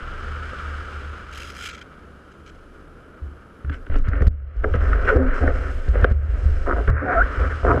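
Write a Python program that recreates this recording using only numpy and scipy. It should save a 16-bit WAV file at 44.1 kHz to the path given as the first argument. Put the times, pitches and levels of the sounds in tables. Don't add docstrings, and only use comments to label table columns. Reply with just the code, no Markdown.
import sys
import numpy as np
from scipy import signal
from scipy.io import wavfile
from scipy.ndimage import uniform_filter1d

SR = 44100
rng = np.random.default_rng(int(sys.argv[2]) if len(sys.argv) > 2 else 0)


def gain_from_db(level_db):
    decades = np.asarray(level_db, float) / 20
    return 10 ** decades


def log_audio(samples):
    frames = np.atleast_2d(samples).T
    limited = np.clip(frames, -1, 1)
    pcm = np.round(limited * 32767).astype(np.int16)
    wavfile.write(sys.argv[1], SR, pcm)


N = 343980
T = np.arange(N) / SR

# t/s, level/dB, brightness/(dB per octave)
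WASH = [(0, -36.5, -1), (.6, -35, 0.5), (1.2, -39.5, 0.5), (1.9, -49, -1), (2.5, -53.5, 1),
        (3.2, -51, -2.5), (3.9, -51.5, -2), (4.6, -38.5, -1.5), (5.199, -39.5, -2), (5.701, -50.5, 6),
        (6.3, -52, 4.5), (6.9, -45.5, 2.5), (7.4, -35, -2), (7.8, -41.5, 1.5)]
# f/Hz, level/(dB per Hz)
WALL = [(90, -7.5), (260, -10.5), (520, -7.5), (600, -13.5), (850, -17), (1120, -10.5), (1300, 2.5),
        (1520, -2), (1780, -11.5), (3100, -25), (3600, -26), (8500, -41), (14000, -60.5), (15700, -71.5)]
# f/Hz, width/Hz, level/dB
WALL_PEAKS = [(2322, 9.3, 7), (3023, 320, 8), (5040, 100, 8), (6500, 110, 5.5), (7730, 200, 4.5),
              (10200, 770, 3), (13500, 700, 0)]
# f/Hz, level/(dB per Hz)
ROAR = [(40, -10), (120, 0.5), (300, -2.5), (410, -2), (550, -6.5), (850, -17), (1400, -13), (2000, -31.5),
        (4000, -35), (9000, -41.5), (15000, -50), (15700, -75)]
ROAR_DB, WHINE_DB, WHINE_HZ = -48.5, -81, 10645
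CARRY_S, CARRIED_WHINE_DB = 4.3, -5

# f/Hz, width/Hz
FLEX_MODES = [(24, 11.4), (50, 7.1), (74, 4.6), (115, 8.3)]
TREMOR_DB = [-8.5, -7, -3.5, -15.5]
# start t/s, level/dB
FEET = [
    (.25, -33.5),
    (0.618, -33),
    (.92, -34),
    (1.298, -43),
    (1.548, -46.5),
    (1.98, -49),
    (2.35, -47.5),
    (2.7, -53.5),
]
# start t/s, length/s, level/dB
HEAVES = [(0, 0.27, -34), (2.45, 0.51, -49.5), (3.67, 0.17, -37), (3.899, 0.11, -14), (4.2, .04, -23),
          (4.58, 0.31, -23.5), (4.85, 0.28, -25), (5.221, 0.1, -16), (5.42, 0.16, -21), (5.7, 0.18, -23),
          (6.1, 0.18, -42), (6.45, 0.26, -23), (7.129, 0.068, -23.5)]
# start t/s, length/s, level/dB, mode favoured by the grip (1-3)
SHOVES = [(3.216, 0.032, -27, 1.9), (3.643, 0.047, -23.5, 2), (3.893, 0.064, -22, 1.35),
          (4.056, .12, -19, 1.2), (4.201, 0.054, -18.5, 1.96), (4.285, 0.19, -31, 1.98),
          (4.561, 0.11, -21, 0.99), (4.705, 0.066, -16, 1.8), (4.798, 0.051, -15.5, 1.43),
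          (4.873, 0.096, -16.5, 1.02), (5.03, 0.081, -21, 1.46), (5.156, 0.048, -17.5, 1.87),
          (5.405, 0.064, -17, 1.94), (5.512, 0.23, -22.5, 1.39), (5.869, .16, -16, 1),
          (5.98, 0.046, -24, 3.1), (6.079, .15, -18.5, 1.95), (6.287, 0.095, -19, 0.98),
          (6.429, 0.077, -13.5, 1.55), (6.56, 0.13, -26, 1.3), (6.729, 0.11, -20, 1.1),
          (6.867, 0.045, -8, 2.55), (6.956, 0.13, -24.5, 2.7), (7.157, 0.086, -18.5, 0.93),
          (7.373, 0.076, -15.5, 1.32), (7.47, 0.089, -23, 2.45), (7.621, 0.05, -16.5, 1.16),
          (7.683, 0.086, -7.5, 3.57)]
# t/s, peak level/dB, f/Hz, first swing (up +, down -)
JOLTS = [(3.646, -20, 90, -0.75), (3.699, -22.5, 101, 1), (3.897, -15, 55, 0.99), (4.08, 3, 72, 0.21),
         (4.212, -6, 59, -0.97), (4.2675, -3, 57, 0.92), (4.75, -12.5, 70, -1.53), (5.159, -9, 73, -0.93),
         (5.468, -10, 71.7, 0.45), (5.881, -10, 55, -0.9), (6.031, -8, 74.5, 1), (6.111, -8, 70, 0.9),
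         (6.455, 4.5, 66.6, -0.12), (6.885, 1, 54, 0.59)]
LIFT_S, RESTING_HZ, RESTING_WIDTH = 3.85, 30, 8.8
FOOT_S, HEAVE_RISE_S, HEAVE_FALL_DB_PER_S = 0.19, 0.03, 145
SHOVE_RISE_S, SHOVE_FALL_DB_PER_S, NEXT_MODE_DB, THIRD_MODE_DB = 0.012, 152, -10, -11

# f/Hz, width/Hz, level/dB
DECK = [(178, 41, 5.5), (254, 2.1, -12), (284.4, 17.8, 6), (389, 6.9, -3), (430.7, 34, 11), (514.6, 65, 18),
        (606, 72, 8), (671, 17, -6.5)]
# f/Hz, width/Hz, level/dB
CASE = [(850, 130, 2), (1010, 250, -10), (1330, 60, 25), (1378, 59, 23), (1481, 63, 29), (1580, 80, 26),
        (1773, 25, 14.5), (1950, 450, -21.5)]
# f/Hz, width/Hz, level/dB
GRIT = [(2170, 630, 18.5), (2530, 620, 3.5), (2777, 110, 3), (3090, 43, -13.5)]
# f/Hz, width/Hz, level/dB
SPRAY = [(4110, 160, 0.5), (5130, 830, 1), (7500, 1800, -4.5)]
# t/s, case peak level/dB, deck level/dB, deck f/Hz, grit level/dB
KNOCKS = [(3.6457, -29.5, -40, 172, -59), (3.695, -21, -30, 253, -48), (3.727, -26, -47, 400, -48),
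          (3.741, -29, -45, 400, -46), (3.865, -29.5, -36, 175, -54), (3.897, -31, -28.5, 264, -56),
          (3.9544, -19.5, -21, 269, -46), (4.131, -19, -25.5, 172, -54), (4.2182, -17.5, -18, 415, -54),
          (4.2661, -25.5, -32.5, 172, -49), (4.6406, -10.5, -12.5, 390, -51),
          (4.7375, -14.5, -21, 568, -41), (4.9288, -8, -43, 579, -49), (5.089, -11, -18, 544, -36),
          (5.4748, -10, -16, 511, -63), (5.877, -27, -29, 511, -52), (5.9532, -18, -15, 533, -51),
          (6.042, -2, -6, 640, -34.5), (6.875, -19, -22, 395, -49), (4.805, -26, -32, 500, -48),
          (4.6355, -26, -30, 450, -52), (5.081, -20, -30, 544, -44), (5.099, -13, -20, 560, -44),
          (5.435, -24, -14, 480, -55), (5.502, -19, -20, 500, -52), (6.025, -20, -22, 500, -50),
          (4.204, -23, -21.5, 450, -55), (4.152, -26, -35, 300, -49), (3.939, -26, -33, 290, -49),
          (.527, -45, -30, 510, -65)]
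# t/s, peak level/dB
TICKS = [(3.698, -50), (3.73, -51), (3.74, -50), (3.865, -51), (3.964, -37), (3.975, -49), (3.986, -43),
         (4.008, -51.5), (4.032, -52), (4.081, -50), (4.0863, -37.5), (4.102, -52), (4.165, -51),
         (4.221, -39), (4.231, -44), (4.269, -36), (4.274, -34), (4.28, -36.5), (4.566, -55), (4.639, -52),
         (4.738, -52), (4.749, -45), (4.758, -42), (4.601, -54), (4.839, -45), (4.886, -48), (4.949, -48),
         (4.96, -50), (5.023, -46), (5.075, -45), (5.093, -45), (5.162, -43.5), (5.168, -42), (5.228, -51),
         (5.278, -49), (5.4715, -42), (5.494, -45), (5.8866, -41), (6.013, -40), (6.036, -41),
         (6.044, -33.5), (6.102, -48), (6.1152, -42.5), (6.122, -43), (6.46, -47), (6.507, -45),
         (6.9, -35.5), (7.213, -50)]

# start t/s, length/s, crackle level/dB, dull part level/dB
STRAP = [(1.311, .004, -57, -45), (1.324, 0.0071, -50.5, -40), (1.334, 0.0045, -51.5, -42),
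         (1.346, 0.013, -48.5, -42), (1.362, .006, -54, -44), (1.372, .008, -44.5, -36),
         (1.382, .009, -51.5, -40), (1.395, .04, -49.5, -41), (1.437, .05, -51.5, -44),
         (1.491, 0.02, -50.5, -42), (1.517, .005, -51, -41), (1.531, .003, -56, -46),
         (1.539, .004, -55, -45), (1.548, 0.026, -50.5, -41), (1.577, 0.032, -48.5, -39),
         (1.608, .04, -46, -40), (1.649, .028, -43, -33), (1.685, .015, -46, -35), (1.703, .014, -51, -37),
         (1.721, .004, -54, -40), (1.729, .028, -51.5, -34), (1.765, .003, -58, -44),
         (1.775, .009, -55.5, -33), (1.788, .007, -57, -39), (1.81, .014, -54.5, -33),
         (2.315, .012, -66, -62), (2.459, 0.042, -60.5, -58), (2.545, .01, -66, -60)]
# f/Hz, level/(dB per Hz)
STRAP_TONE = [(900, -56), (1400, 6.5), (2000, -5), (3250, -7.5), (3550, -11.5), (6200, -12.5), (9000, -21),
              (14000, -30.5), (15600, -48)]
PULL_RISE_S, PULL_SWELL_DB_PER_S, PULL_FALL_DB_PER_S = 0.003, 30, 2500

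# start t/s, length/s, pressure/dB, nearness to the mount/dB, sand level/dB
STROKES = [(3.708, 0.035, -49, 11, 12), (3.899, 0.09, -39.5, 1.5, 1), (4.037, .055, -38, 6, 4),
           (4.106, 0.084, -32, 0.5, -6.5), (4.183, 0.11, -36, -12, -14), (4.631, 0.04, -20.5, -21.5, -35),
           (4.737, 0.016, -24, -3, -6), (4.8, 0.31, -32.5, 0, -9), (5.04, 0.013, -31.5, 3, 5),
           (5.066, 0.033, -27, 9, 2.5), (5.115, 0.14, -23, -6, -32), (5.255, 0.13, -31, 4.5, -2),
           (5.401, 0.099, -24, -6.5, -17), (5.536, 0.16, -36, 1.5, -2), (5.932, 0.18, -29, -3, -7),
           (6.297, 0.16, -47, -14, -3), (6.662, 0.15, -30, -8, -17), (6.872, 0.09, -28, 3, -22),
           (6.955, 0.053, -30.5, 12, -18), (7.011, 0.072, -22.5, -1.5, -25), (7.075, 0.057, -23.5, 5, -21),
           (7.129, 0.099, -30, 4.5, -20), (7.246, 0.29, -37.5, 6.5, -10), (7.386, 0.062, -30, 0, -29),
           (7.638, 0.14, -20.5, -11, -33)]
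# start t/s, length/s, level/dB
SIFTS = [
    (3.729, .015, -64),
    (4.62, 0.13, -67),
    (4.798, 0.14, -65),
    (5.0, .16, -65),
    (5.33, 0.086, -58.5),
    (5.523, .2, -63.5),
    (6.37, .3, -64.5),
    (7.3, 0.44, -62.5),
]
STROKE_RISE_S, STROKE_FALL_DB_PER_S = 0.013, 399
CARRY_DB, CARRY_MOUNT_DB, CARRY_SAND_DB = -41, -1.5, -2

# t/s of the jolt, fall/dB, hold/s
DUCKS = [
    (3.975, 8, .08),
    (4.087, 7, .07),
    (4.285, 25, .15),
    (4.765, 3, .03),
    (5.172, 6, .12),
    (5.95, 3, .02),
    (6.052, 8, .04),
    (6.125, 11, .07),
    (6.905, 16, .03),
]
RECOVERY_DB_PER_S = 72
NEAR_DUCK = 0.64

# start t/s, length/s, f/Hz, level/dB
SINGING = [
    (5.09, 0.03, 568, -19.5),
    (5.11, 0.047, 448, -19),
    (5.16, .06, 395, -24),
    (5.074, .04, 1580, -17),
    (5.128, .06, 520, -23),
    (5.19, .05, 545, -27),
    (5.15, .028, 315, -21),
    (5.166, 0.15, 254.5, -22.5),
    (5.424, 0.039, 266, -27.5),
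    (7.018, 0.062, 280, -28.5),
]
# start t/s, length/s, f/Hz, level/dB, octave level/dB
SQUEAKS = [
    (7.061, 0.076, 715, -24.5, -31),
    (7.145, 0.061, 671, -18.5, -14),
]
SQUEAK_BOWL = 0.13
LET_GO_S, LET_GO_LENGTH_S, LET_GO_HZ, LET_GO_RISE, LET_GO_DB = 7.199, 0.0334, 1245, 0.49, -11.5
SING_SKEW, SAG_PER_S, SAG_FROM_HZ, SING_ROUGH_DB = 0.82, 3.5, 267, 0.5

# t/s, peak level/dB
CREAKS = [(6.662, -23), (6.668, -16.5), (6.675, -13), (6.682, -15), (6.688, -14), (6.695, -11),
          (6.705, -14), (6.71, -7), (6.715, -19), (6.724, -11), (6.731, -11), (6.739, -22), (6.763, -17),
          (6.782, -15), (6.789, -25), (6.8, -24), (7.631, -20), (7.649, -8), (7.666, -10), (7.677, -10),
          (7.683, -9), (7.688, -9), (7.692, -9), (7.698, -9), (7.704, -4), (7.709, -6), (7.715, -4.5),
          (7.721, -11), (7.726, -12), (7.733, -18), (7.742, -10), (7.76, -12), (7.776, -13), (7.794, -21)]
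# f/Hz, width/Hz, level/dB
CREAK = [(398, 140, 3.5), (566, 200, 2), (704, 80, 1), (1030, 170, 1.5), (1273, 290, 11), (1423, 120, -5),
         (1586, 73, -28)]

# start t/s, end t/s, loss/dB
THINNED = [
    (4.56, 5.33, 9),
    (5.56, 5.61, 10),
    (6.13, 6.64, 8),
    (6.97, 7.26, 7),
]
THINNED_FROM_HZ, THINNED_FLUTTER = 11300, 0.6


def evened(x):
    return x / np.sqrt(np.mean(x ** 2) + 1e-20)


def steadied(x, span, share):
    power = uniform_filter1d(abs(x) ** 2, span) + 1e-12
    return evened(x / power ** (np.clip(share, 0, 1) / 2))


def read(points, hz):
    f, value = np.transpose(points)
    return np.interp(np.log(hz + 1), np.log(f + 1), value)


def add(mix, s, sound):
    part = mix[round(s * SR):][:len(sound)]
    part += sound[:len(part)]


def efforts(starts, lengths, db, rise_s, fall_db_per_s, swell_db_per_s=0):
    t = T[::64, None] - starts
    fall = fall_db_per_s * np.maximum(t - lengths, 0)
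    swell = swell_db_per_s * np.clip(lengths - t, 0, lengths)
    power = np.clip(t / rise_s, 0, 1) ** 2 * gain_from_db(2 * (db - fall - swell))
    return np.interp(T, T[::64], np.sqrt(power.sum(axis=1)))


def hiss(db_of, patchy_db, flicker_db):
    frames, hz = N // 128 + 5, np.fft.rfftfreq(512, 1 / SR)[:, None]
    a, b, patches = rng.standard_normal((frames, 257, 3)).T
    patches = uniform_filter1d(patches, size=5, axis=0)
    patches = evened(uniform_filter1d(patches, size=24, axis=1))
    flicker = evened(uniform_filter1d(rng.standard_normal(frames), size=4))
    level_db = db_of(hz, np.arange(frames) * 128 / SR) + patchy_db * patches + flicker_db * flicker
    return signal.istft((a + 1j * b) * gain_from_db(level_db), nperseg=512, noverlap=384)[1][:N]


def resonate(x, hz, width):
    turn = np.exp(2j * np.pi * np.cumsum(hz * np.ones(len(x))) / SR)
    r = np.exp(-np.pi * width / SR)
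    return 2 * turn * signal.lfilter([1 - r], [1, -r], x / turn)


def ring(modes, damping, edge_hz):
    t = T[:6000]
    rings = sum(gain_from_db(db) * np.exp(-np.pi * w * damping * t) * np.sin(2 * np.pi * hz * t) for hz, w, db in modes)
    passed = signal.butter(4, edge_hz, "bandpass", fs=SR, output="sos")
    return evened(signal.sosfilt(passed, rings))


def slips(per_s, spread_db):
    size = gain_from_db(spread_db * np.minimum(rng.exponential(1, N), 4)) * rng.choice([-1., 1.], N)
    return size * (rng.random(N) < per_s / SR)


def wall_peaks(hz):
    return sum(db * np.exp(-((hz - f) / w) ** 2) for f, w, db in WALL_PEAKS)


def surf():
    s, level_db, tilt = np.transpose(WASH)

    def through_wall(hz, t):
        return read(WALL, hz) + wall_peaks(hz) + np.interp(t, s, tilt) * np.log2((hz + 100) / 1400)

    def far(hz, t):
        return read(ROAR, hz) + 0.24 * wall_peaks(hz)

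    foam_noise = steadied(hiss(through_wall, patchy_db=0.0, flicker_db=1.14), 20000, 0.58)
    foam = gain_from_db(np.interp(T, s, level_db)) * foam_noise
    roar = gain_from_db(ROAR_DB) * evened(hiss(far, patchy_db=-0.5, flicker_db=1.0))
    whine_gain = gain_from_db(WHINE_DB + CARRIED_WHINE_DB * (T > CARRY_S)) * np.sqrt(2)
    return foam + roar + whine_gain * np.sin(2 * np.pi * WHINE_HZ * T)


def bending():
    s, length, db, favoured = np.transpose(SHOVES)
    drive = [efforts(*np.transpose(HEAVES), HEAVE_RISE_S, HEAVE_FALL_DB_PER_S)]
    for k in range(1, 4):
        mode_db = db + NEXT_MODE_DB * abs(k - favoured)
        drive.append(efforts(s, length, mode_db, SHOVE_RISE_S, SHOVE_FALL_DB_PER_S))
    feet_s, feet_db = np.transpose(FEET)
    drive[2] = drive[2] + efforts(feet_s, FOOT_S, feet_db, HEAVE_RISE_S, HEAVE_FALL_DB_PER_S)
    drive[3] = drive[3] * gain_from_db(THIRD_MODE_DB)
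    foam_db = np.interp(T, *np.transpose(WASH)[:2])
    return [np.hypot(d, gain_from_db(foam_db + db)) for d, db in zip(drive, TREMOR_DB)]


def flex():
    def shaken(hz, width):
        once = resonate(rng.standard_normal(N), hz, width).real
        twice = resonate(once, hz, 2.08 * width)
        return evened(steadied(twice, 1500, 0.79).real)

    modes = [shaken(hz, width) for hz, width in FLEX_MODES]
    lifted = np.clip((T - LIFT_S) / 0.037, 0, 1)
    modes[0] = lifted * modes[0] + (1 - lifted) * shaken(RESTING_HZ, RESTING_WIDTH)
    out = sum(gain * mode for mode, gain in zip(modes, bending()))
    for s, db, hz, swing in JOLTS:
        u = T[:4000] * hz
        wave = np.sin(2 * np.pi * u) - 0.12 * np.sin(6 * np.pi * u)
        shape = wave * np.tanh(6 * u) * np.exp(-3.5 * (u - 0.5) ** 2)
        add(out, s, swing * gain_from_db(db + 1.5) * shape)
    return out


def knocks():
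    out, t = np.zeros(N + 7000), T[:500]
    fade = np.exp(-t / 0.0018)
    case, grit = ring(CASE, 1.63, [1080, 2300]), ring(GRIT, 3.8, [1600, 3600])
    blows = rng.standard_normal((len(KNOCKS), 500))
    for (s, case_db, deck_db, deck_hz, grit_db), blow in zip(KNOCKS, blows):
        woken = [(f, w, db - 14 * abs(np.log2(f / deck_hz))) for f, w, db in DECK]
        deck = ring(woken, 0.99, [220, 800])
        for body, db in ((case, case_db - 3.5), (deck, deck_db), (grit, grit_db + 10.0)):
            sound = signal.fftconvolve(blow * t * fade, body)
            add(out, s, gain_from_db(db) * sound / abs(sound).max())
    colour = signal.butter(1, [2500, 6000], "bandpass", fs=SR, output="sos")
    for (s, db), blow in zip(TICKS, rng.standard_normal((len(TICKS), 500))):
        tick = signal.sosfilt(colour, signal.sosfilt(colour, blow)) * fade
        add(out, s, gain_from_db(db - 1.5) * tick / abs(tick).max())
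    return out[:N]


def strap():
    def tearing(hz, t):
        peaks = 1.3 * wall_peaks(hz) + 5.0 * np.exp(-((hz - 4050) / 150) ** 2)
        return read(STRAP_TONE, hz) + peaks - 9.0 * (t > 1.7) * (hz > 8200)

    tone = evened(hiss(tearing, patchy_db=1.5, flicker_db=1))
    tugs = abs(slips(per_s=1300, spread_db=2.0))
    clumps = signal.lfilter([1], [1, -0.985], tugs)
    crackle = steadied(tone * (0.6 + evened(clumps)), 1200, 0.53)
    body = ring(GRIT + [(3040, 130, 5.8)], 1.0, [1800, 3500])
    body = body + gain_from_db(-3) * ring(CASE[2:6], 1.3, [1100, 1800])
    dull = steadied(signal.oaconvolve(crackle, body)[:N], 1200, 0.47)
    s, length, db, dull_db = np.transpose(STRAP)

    def pull(level_db):
        return efforts(s, length, level_db, PULL_RISE_S, PULL_FALL_DB_PER_S, PULL_SWELL_DB_PER_S)

    return pull(db + 10.0) * crackle + pull(dull_db - 7.5) * dull


def rubbing():
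    carry = (CARRY_S, N / SR, CARRY_DB, CARRY_MOUNT_DB, CARRY_SAND_DB)
    s, length, db, mount_db, sand_db = np.transpose(STROKES + [carry])
    drive = slips(per_s=700, spread_db=2.5) + 0.22 * rng.standard_normal(N)

    def press(level_db):
        return efforts(s, length, level_db, STROKE_RISE_S, STROKE_FALL_DB_PER_S)

    def rubbed(body):
        return steadied(signal.oaconvolve(drive, body)[:N], 1500, 0.077)

    deck = rubbed(ring(DECK, 1.1, [200, 1000]))
    case = rubbed(ring(CASE, 1.52, [880, 2300]))
    grit = rubbed(ring(GRIT, 1.0, [1900, 3500]) + gain_from_db(-16.0) * ring(SPRAY, 1.1, [3600, 10000]))
    sift_gain = efforts(*np.transpose(SIFTS), STROKE_RISE_S, STROKE_FALL_DB_PER_S)
    sift = sift_gain * rubbed(ring(SPRAY, 1.3, [4600, 9000]))
    palms = press(db - 1.5) * deck + press(db + mount_db - 3.0) * case
    return sift + palms + press(db + sand_db - 15) * grit


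def ducking():
    falls = []
    for s, db, hold in DUCKS:
        recovered = RECOVERY_DB_PER_S * np.maximum(T - s - hold, 0)
        falls.append(np.clip(db - recovered, 0, None) * (T > s))
    return -uniform_filter1d(np.max(falls, axis=0), size=100)


def squeaks():
    out, waver = np.zeros(N), evened(uniform_filter1d(rng.standard_normal(N), size=300))

    def along(length):
        return np.linspace(0, 1, int(length * SR))

    def turns(s, hz, share):
        return 2 * np.pi * np.cumsum(hz * (1 + share * waver[round(s * SR):][:len(hz)])) / SR

    def grip(s, u):
        return SING_ROUGH_DB * waver[::-1][round(s * SR):][:len(u)]

    for s, length, hz, db, octave_db in SQUEAKS:
        u = along(length)
        a = turns(s, hz * (1 + SQUEAK_BOWL * abs(2 * u - 1) ** 2.7), 0.019)
        tone = gain_from_db(db) * np.sin(a) + gain_from_db(octave_db) * u * np.sin(2 * a)
        add(out, s, np.sin(np.pi * u) ** 0.58 * gain_from_db(0.5 * grip(s, u)) * tone)
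    u = along(LET_GO_LENGTH_S)
    a = turns(LET_GO_S, LET_GO_HZ * (1 + LET_GO_RISE * u ** 1.49), 0.012)
    add(out, LET_GO_S, gain_from_db(LET_GO_DB) * np.sin(np.pi * u) ** 2.4 * np.sin(a))
    for s, length, hz, db in SINGING:
        u = along(length)
        a = turns(s, hz - SAG_PER_S * (hz - SAG_FROM_HZ) * length * u, 0.011)
        add(out, s, gain_from_db(db + grip(s, u)) * np.sin(np.pi * u ** SING_SKEW) * np.sin(a))
    return np.sqrt(2) * out


def creaks():
    out, t, rail = np.zeros(N), T[:200], ring(CREAK, 0.52, [250, 1800])[:1500]
    for (s, db), grain in zip(CREAKS, rng.standard_normal((len(CREAKS), 200))):
        slip = signal.fftconvolve(grain * t * np.exp(-t / 0.0007), rail)
        add(out, s, gain_from_db(db - 1.5) * slip / abs(slip).max())
    return out


def scene():
    fall_db = ducking()
    near = gain_from_db(NEAR_DUCK * fall_db) * rubbing() + strap() + flex() + creaks() + knocks() + squeaks()
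    return (gain_from_db(fall_db) * surf() + near)[None]


def roll_off(x):
    return signal.sosfilt(signal.butter(12, 15000, fs=SR, output="sos"), x)


def record(dry):
    held = np.clip(dry, -1, 1)
    treble = signal.firwin(255, THINNED_FROM_HZ, pass_zero=False, fs=SR)
    top = signal.oaconvolve(held, treble[None], "same")
    flutter = 1 + THINNED_FLUTTER * np.repeat(rng.uniform(-1, 1, N // 1024 + 1), 1024)[:N]
    busy_db = sum(db * (T > a) * (T < b) for a, b, db in THINNED)
    loss_db = uniform_filter1d(flutter * busy_db, size=300)
    return roll_off(held - (1 - gain_from_db(-loss_db)) * top)


dry = scene()
out = record(dry)
log_audio(out)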